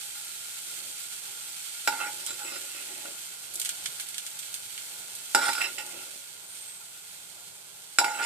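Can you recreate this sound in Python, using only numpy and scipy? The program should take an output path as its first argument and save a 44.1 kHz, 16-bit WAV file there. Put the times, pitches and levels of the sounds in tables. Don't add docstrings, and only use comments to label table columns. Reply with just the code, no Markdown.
import sys
import numpy as np
from scipy import signal
from scipy.fft import rfft, irfft
from scipy.io import wavfile
from scipy.ndimage import uniform_filter1d

SR = 44100
rng = np.random.default_rng(int(sys.argv[2]) if len(sys.argv) > 2 else 0)


def to_wav(s):
    ch = np.atleast_2d(s).T
    pcm = np.round(np.clip(ch, -1, 1) * 32767)
    wavfile.write(sys.argv[1], SR, pcm.astype(np.int16))


N = 363825
TIME = np.arange(N) / SR


def undb(db):
    return 10 ** (np.asarray(db) / 20)


def unit(x):
    return x / np.sqrt(np.mean(x ** 2))


def colour(x, points, tilt_db=0., size=1024):
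    hz, db = np.transpose(points)
    octave = np.log2(np.maximum(np.arange(size // 2 + 1), .5) * SR / size)
    level_db = np.interp(octave, np.log2(hz + 1), db) + tilt_db * (octave - np.log2(5000))
    cepstrum = irfft(np.log(undb(level_db)))
    cepstrum[1:size // 2] *= 2
    cepstrum[size // 2 + 1:] = 0
    response = irfft(np.exp(rfft(cepstrum)))
    filtered = signal.fftconvolve(np.atleast_2d(x), response[None], axes=1)
    return filtered[:, :x.shape[-1]].reshape(x.shape)


def band(x, lo_hz, hi_hz):
    return signal.sosfilt(signal.butter(2, [lo_hz, hi_hz], "band", fs=SR, output="sos"), x)


def curve(rows):
    return undb(np.interp(TIME, *np.transpose(rows)))


def walk(rate):
    step = int(SR / rate)
    held = np.repeat(rng.standard_normal(N // step + 1), step)
    return 1.34 * uniform_filter1d(held, step)[:N]


def grains(rate, scatter_db):
    hit = rng.random(N) < rate / SR
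    return unit(hit * rng.standard_normal(N) * undb(scatter_db * rng.exponential(size=N)))


def strokes(start_s, hold_s, level_db, attack_s, t60_s):
    power = np.zeros(N)
    for start, hold, db in zip(start_s, hold_s, level_db):
        t = TIME - start
        fade_db = 60 * np.maximum(t - attack_s - hold, 0) / t60_s
        power += (undb(db - fade_db) * np.clip(t / attack_s, 0, 1)) ** 2
    return np.sqrt(power)


# start_s, level_db
FRYING_LEVELS = [(0.0, -39.5), (2.57, -39), (3.01, -40), (3.33, -41), (3.63, -40), (4.52, -41), (5.08, -42),
                 (5.45, -39), (5.81, -41), (6.41, -45.5), (6.64, -44), (6.85, -45), (7.9, -47),
                 (8.25, -42.5)]
# pitch_hz, level_db (per Hz)
FRYING_TONE = [(940, -38.5), (1600, -8.5), (1840, -15.5), (2160, -8.5), (2660, -11), (2880, -7.5),
               (3170, -4), (4020, -7), (4380, -3), (4960, -9), (6620, -5.5), (8460, -0.5), (10200, -7),
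               (13000, -8)]


def sizzle():
    shared, left, right = (grains(9000, 0.33) * undb(0.93 * walk(40)) for _ in range(3))
    both = colour(np.array([shared + 2.12 * left, shared + 2.04 * right]), FRYING_TONE)
    unsteady = undb(2.5 + .5 * walk(6.6))
    return unit(both) * unsteady * curve(FRYING_LEVELS), left


# pitch_hz, ring_s (time to fall 60 dB), level_db (relative)
RING_MODES = [(267, 0.33, -18), (374.7, 0.13, -10.5), (473, 0.02, -20), (565, 0.09, -12), (837.2, 0.14, -8),
              (877, 0.39, -17.5), (916, 0.22, -14), (1245, 0.036, -37), (1415, 0.083, -6),
              (1458, 0.067, -5), (1967, 0.039, -15), (2170, 0.032, -10.5), (2360, 0.076, -11),
              (2674, 0.02, -4), (2940, 0.024, -25), (3460, 0.013, -37), (3621, 0.063, -8.5),
              (3990, 0.044, -1.5), (4700, 0.14, -15.5), (5150, 0.073, -2), (5482, 0.073, -5.5),
              (6400, 0.06, -13), (7000, 0.026, -8), (7320, 0.073, -7.5), (7834, 0.052, -3),
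              (8760, 0.046, -7), (9800, 0.052, -8.5), (9730, 0.044, -11.5), (11500, 0.048, -16),
              (13100, 0.065, -16)]
FAMILY_LIMITS = [700, 1100, 1700, 2500, 3200, 6000]
BUBBLE_PUSH = [-28.5, -22.5, -18, -21.5, -15.5, -21, -15.5]


def metal(frying, bumps):
    at, blows = blow_forces()
    rubbing = rubbing_forces(bumps)
    scatter = np.exp((0.033 + 1j) * rng.standard_normal((len(at), len(RING_MODES))))
    ringing = np.zeros((2, N))
    for k, (hz, ring_s, db) in enumerate(RING_MODES):
        family = np.searchsorted(FAMILY_LIMITS, hz)
        pole = np.exp((2j * np.pi * hz - np.log(1000) / ring_s) / SR)
        contact_db = (1.3 + 0.6 * family) * walk(22) - 5.9 * (hz > 3200)
        steady = rubbing[family] * undb(contact_db) + undb(BUBBLE_PUSH[family]) * frying
        force = np.sqrt(2 - 2 * abs(pole) ** 2) * steady.astype(complex)
        force[at] += blows[family] * scatter[:, k]
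        ring = undb(db) * signal.lfilter([1], [1, -pole], force)
        turn = np.exp(.7j * (-1) ** k * np.sqrt(hz / 1000))
        ringing += np.array([ring * turn, ring]).imag
    clack = clacks()
    clack = band(clack, 780, 7000) + band(clack, 6400, 14000) * undb(-7.0)
    return band(ringing + clack + rasp(rubbing), 395, 16000)


# start_s, level_db, low_extra_db (below 1100 Hz), middle_extra_db (1700-3200 Hz), high_extra_db (above 3200 Hz)
LADLE_BLOWS = [(1.875, -5, -4.5, -3, -11.5), (1.925, -23.5, 6, 2, -15), (2.012, -26, 1, -2, -17),
               (2.295, -34, -12, 5, -5), (3.055, -31.5, -12, 1, -16), (5.348, -3, -3, -10, -7),
               (5.427, -20, -2, -4, -19), (5.49, -17.5, 3, -2, -19), (5.552, -21, -11, -1, -5),
               (5.581, -25.5, -15, 4, -7), (5.617, -20, -23, 12.5, -7), (5.784, -30.5, -1, -6, 2),
               (7.986, -4, -6.5, -1.5, -4), (8.044, -13, -2, 2, -9)]
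RING_DB, CLACK_DB = -6, -14.5


def blow_forces():
    start_s, blow_db, low_db, middle_db, high_db = np.transpose(LADLE_BLOWS)
    spot_db = [low_db - 7.0, low_db, 0, middle_db, middle_db, high_db - 1.0, high_db + 3.0]
    return (start_s * SR).astype(int), [undb(blow_db + RING_DB + more_db) for more_db in spot_db]


def clacks():
    out, t = np.zeros(N), TIME[:2000]
    for start_s, blow_db, *_ in LADLE_BLOWS:
        i = int(start_s * SR)
        out[i:i + 2000] += rng.standard_normal(2000) * undb(blow_db + CLACK_DB - 60 * t / 0.063)
    return out


# start_s, hold_s, level_db (relative), low_extra_db,
# edge_extra_db (ladle edge), edge_pitch_hz, high_extra_db
LADLE_DRAGS = [(1.895, 0.017, -45.5, 10, -2, 2300, 1), (1.916, 0.067, -43.5, 2, -5, 2100, -8),
               (1.995, 0.069, -37, 2.5, 0, 2240, -11), (2.192, .04, -58, 8, 3, 2430, 7),
               (2.263, 0.037, -49, -15, 0, 2700, 5.5), (2.377, 0.047, -47.5, 1, -2, 2700, -4),
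               (2.439, 0.12, -48.5, -10, 5.5, 2740, 0), (2.637, 0.11, -58.5, -7, 8, 2720, -5),
               (2.742, 0.075, -56.5, -6, 12.5, 2700, 3), (2.86, 0.19, -59.5, 3, 10.5, 2560, -9),
               (5.351, 0.037, -28.5, 0, -10, 2100, -9.5), (5.408, 0.031, -25, -15, -9, 2100, -7.5),
               (5.45, 0.037, -30, 1, -3, 2330, -2.5), (5.555, 0.039, -32, -15, -12, 2400, -9.5),
               (5.601, 0.036, -37, -2, 11.5, 2500, 0.5), (5.774, 0.016, -46, 9.5, 13, 2560, -2),
               (5.842, 0.19, -56.5, 3, 6, 2630, -9), (7.997, 0.017, -34.5, 12.5, -15, 2200, -7),
               (8.038, 0.023, -34.5, 10.5, 2, 2230, -5), (8.096, 0.11, -40.5, 1.5, -4, 2360, -7),
               (8.182, 0.037, -32.5, -0.5, -1.5, 2400, -12), (8.22, 0.026, -41, 7, 12, 2620, 4.5)]
DRAG_ATTACK_S, DRAG_T60_S = 0.0067, 0.18
EDGE_FAMILIES_HZ, EDGE_FALL_DB_PER_OCTAVE = (2100, 2700), 25


def rubbing_forces(bumps):
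    slips = unit(grains(4000, 0.3) * undb(1.0 * walk(90)))
    start_s, hold_s, drag_db, low_db, edge_db, edge_hz, high_db = np.transpose(LADLE_DRAGS)
    edge = [edge_db - EDGE_FALL_DB_PER_OCTAVE * abs(np.log2(hz / edge_hz)) for hz in EDGE_FAMILIES_HZ]
    forces = [bumps]
    for more_db in [low_db, 0, *edge, high_db, high_db + 3]:
        forces.append(slips * strokes(start_s, hold_s, drag_db + more_db, DRAG_ATTACK_S, DRAG_T60_S))
    return forces


def rasp(rubbing):
    out = np.zeros(N)
    for family, lo_hz, hi_hz, db in [(2, 990, 1020, -9.5), (3, 1790, 2220, 10.0), (4, 2426, 2890, 7.5),
                                     (5, 3100, 5240, 6.5), (6, 5500, 10900, -9.0)]:
        out += band(rubbing[family], lo_hz, hi_hz) * undb(db)
    return out


# start_s, hold_s, level_db (relative)
PIECE_BUMPS = [(.66, .15, -59), (0.835, .04, -53.5), (1.885, 0.31, -51), (2.29, .025, -45),
               (2.433, 0.19, -47), (2.74, .28, -51), (3.037, 0.04, -45.5), (3.467, 0.12, -56),
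               (5.342, 0.0077, -30.5), (5.594, 0.37, -48.5), (5.924, 0.22, -52), (7.98, 0.026, -51),
               (8.14, 0.029, -46), (8.21, .05, -54)]


def tumble():
    pushes = unit(grains(400, 1.8) + 0.63 * rng.standard_normal(N))
    return pushes * strokes(*np.transpose(PIECE_BUMPS), attack_s=0.0077, t60_s=0.3)


# start_s, crack_db (relative), spray_db (against the crack), tilt_db (per octave)
OIL_SPITS = [(2.2638, -12, -14, 4), (3.539, -21, -11, 7), (3.5553, -32, 1, 9), (3.5972, -6, -19, 4.5),
             (3.6153, -12.5, -10.5, 2), (3.649, -9, -16, 1), (3.6574, -12.5, -11.5, -2),
             (3.6908, -8.5, -13, -0.5), (3.8384, -22, -12, 2), (3.8575, -7.5, -12.5, -3),
             (3.9977, -14.5, -9.5, -3), (4.0088, -18, -18, 9), (4.087, -23, -10, 5.5),
             (4.143, -20, -10.5, -3), (4.1809, -9, -14.5, -0.5), (4.2642, -16, -12, -0.5),
             (4.39, -15, -14, 2.5), (4.429, -23, -9, -4), (4.541, -10.5, -15.5, 2.5),
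             (4.778, -19.5, -12.5, -4), (5.151, -30.5, -1.5, 4.5), (5.5317, -7, -15, -4),
             (5.8644, -22, -13.5, 3)]
# pitch_hz, level_db
CRACK_TONE = [(1000, -20), (2500, -6), (8000, 0), (14000, -1)]
SWELL_S, CRACK_T60_S, SPRAY_T60_S = 0.00033, 0.00015, 0.049


def spits():
    out, t = np.zeros((2, N)), TIME[:8192]
    for start_s, db, spray_db, tilt_db in OIL_SPITS:
        noise = rng.standard_normal((4, len(t)))
        droplets = undb(3.5 * uniform_filter1d(noise[3], size=30) * np.sqrt(30))
        spray = (noise[0] + 1.57 * noise[1:3]) * droplets * undb(spray_db - 60 * t / SPRAY_T60_S)
        spray = colour(spray * np.minimum(t / SWELL_S, 1), FRYING_TONE, tilt_db)
        crack = np.sign(noise[0]) * undb(3 - 60 * (t - SWELL_S) / CRACK_T60_S) * (t >= SWELL_S)
        crack = colour(crack, CRACK_TONE, tilt_db + 1.5)
        i = int(start_s * SR)
        out[:, i:i + len(t)] += undb(db) * (spray + crack)
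    return band(out, 570, 12600)


WHISTLE_S, WHISTLE_HOLD_S, WHISTLE_DB = 6.46, 0.24, -47.5
WHISTLE_START_HZ, WHISTLE_END_HZ, WHISTLE_SINK_S = 9150, 7360, 0.43


def whistle():
    pressure = np.exp(-np.maximum(TIME - WHISTLE_S, 0) / WHISTLE_SINK_S)
    hz = WHISTLE_END_HZ + (WHISTLE_START_HZ - WHISTLE_END_HZ) * pressure
    phase = 2 * np.pi * np.cumsum(hz * (1 + 0.00286 * walk(140))) / SR
    gain = strokes([WHISTLE_S], [WHISTLE_HOLD_S], [WHISTLE_DB], attack_s=0.036, t60_s=1)
    return np.sqrt(2) * np.sin(phase) * gain * undb(1.5 * walk(60))


# (per Hz, relative)
RUMBLE_TONE = [(15, -76), (25, -33), (64, -8.5), (97, -2), (199, -2), (232, -10), (338, -1.5), (852, 1.5),
               (1240, -4.5), (1380, -8), (1500, 2), (1950, -19), (3300, -120)]
RUMBLE_DB = -60


def kitchen():
    shared, left, right = rng.standard_normal((3, N)) * undb(1.5 * walk(4.3))
    both = np.array([shared + 0.95 * left, shared + 0.24 * right])
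    return unit(colour(both, RUMBLE_TONE, size=8192)) * undb(RUMBLE_DB)


ROOM_T60_S, ROOM_DB = 0.13, -6


def walls(near):
    t = TIME[:SR // 3]
    tail = rng.standard_normal((2, len(t))) * undb(-60 * t / ROOM_T60_S) * (t > .002)
    tail /= np.sqrt((tail ** 2).sum(1, keepdims=True))
    return near + undb(ROOM_DB) * signal.fftconvolve(near, tail, axes=1)[:, :N]


def ports(x, balance, lag):
    hz, db = np.transpose(balance)
    left = colour(x[0], np.transpose([hz, db / 2]))
    right = colour(x[1], np.transpose([hz, -db / 2]))
    return np.array([np.roll(left, lag), right])


# pitch_hz, left_minus_right_db
FOOD_SIDES = [(60, -6), (110, 14.5), (200, 9), (380, 6), (700, -5), (1290, 0), (2380, -8), (4400, -4.5),
              (8120, -3.5), (15000, -0.5)]
LADLE_SIDES = [(60, -9), (110, 14), (200, 16), (380, 8), (700, 2), (1290, -7), (2380, -8), (4400, 0),
               (8120, -6), (15000, 10)]


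def scene():
    fry, bubbles = sizzle()
    bumps = tumble()
    dull_bumps = band(bumps, 267, 670) * undb(2.0)
    ladle = walls(metal(bubbles * curve(FRYING_LEVELS), bumps) + dull_bumps)
    food = walls(spits() + whistle()) + fry + kitchen()
    return ports(ladle, LADLE_SIDES, lag=1) + ports(food, FOOD_SIDES, lag=5)


def record(dry):
    bass_cut = signal.sosfilt(signal.butter(1, 40, "high", fs=SR, output="sos"), dry)
    rounded = np.tanh(1.07 * bass_cut) / 1.139
    low_pass = signal.ellip(12, .2, 80, 14200, fs=SR, output="sos")
    return signal.sosfilt(low_pass, rounded)


dry = scene()
out = record(dry)
to_wav(out)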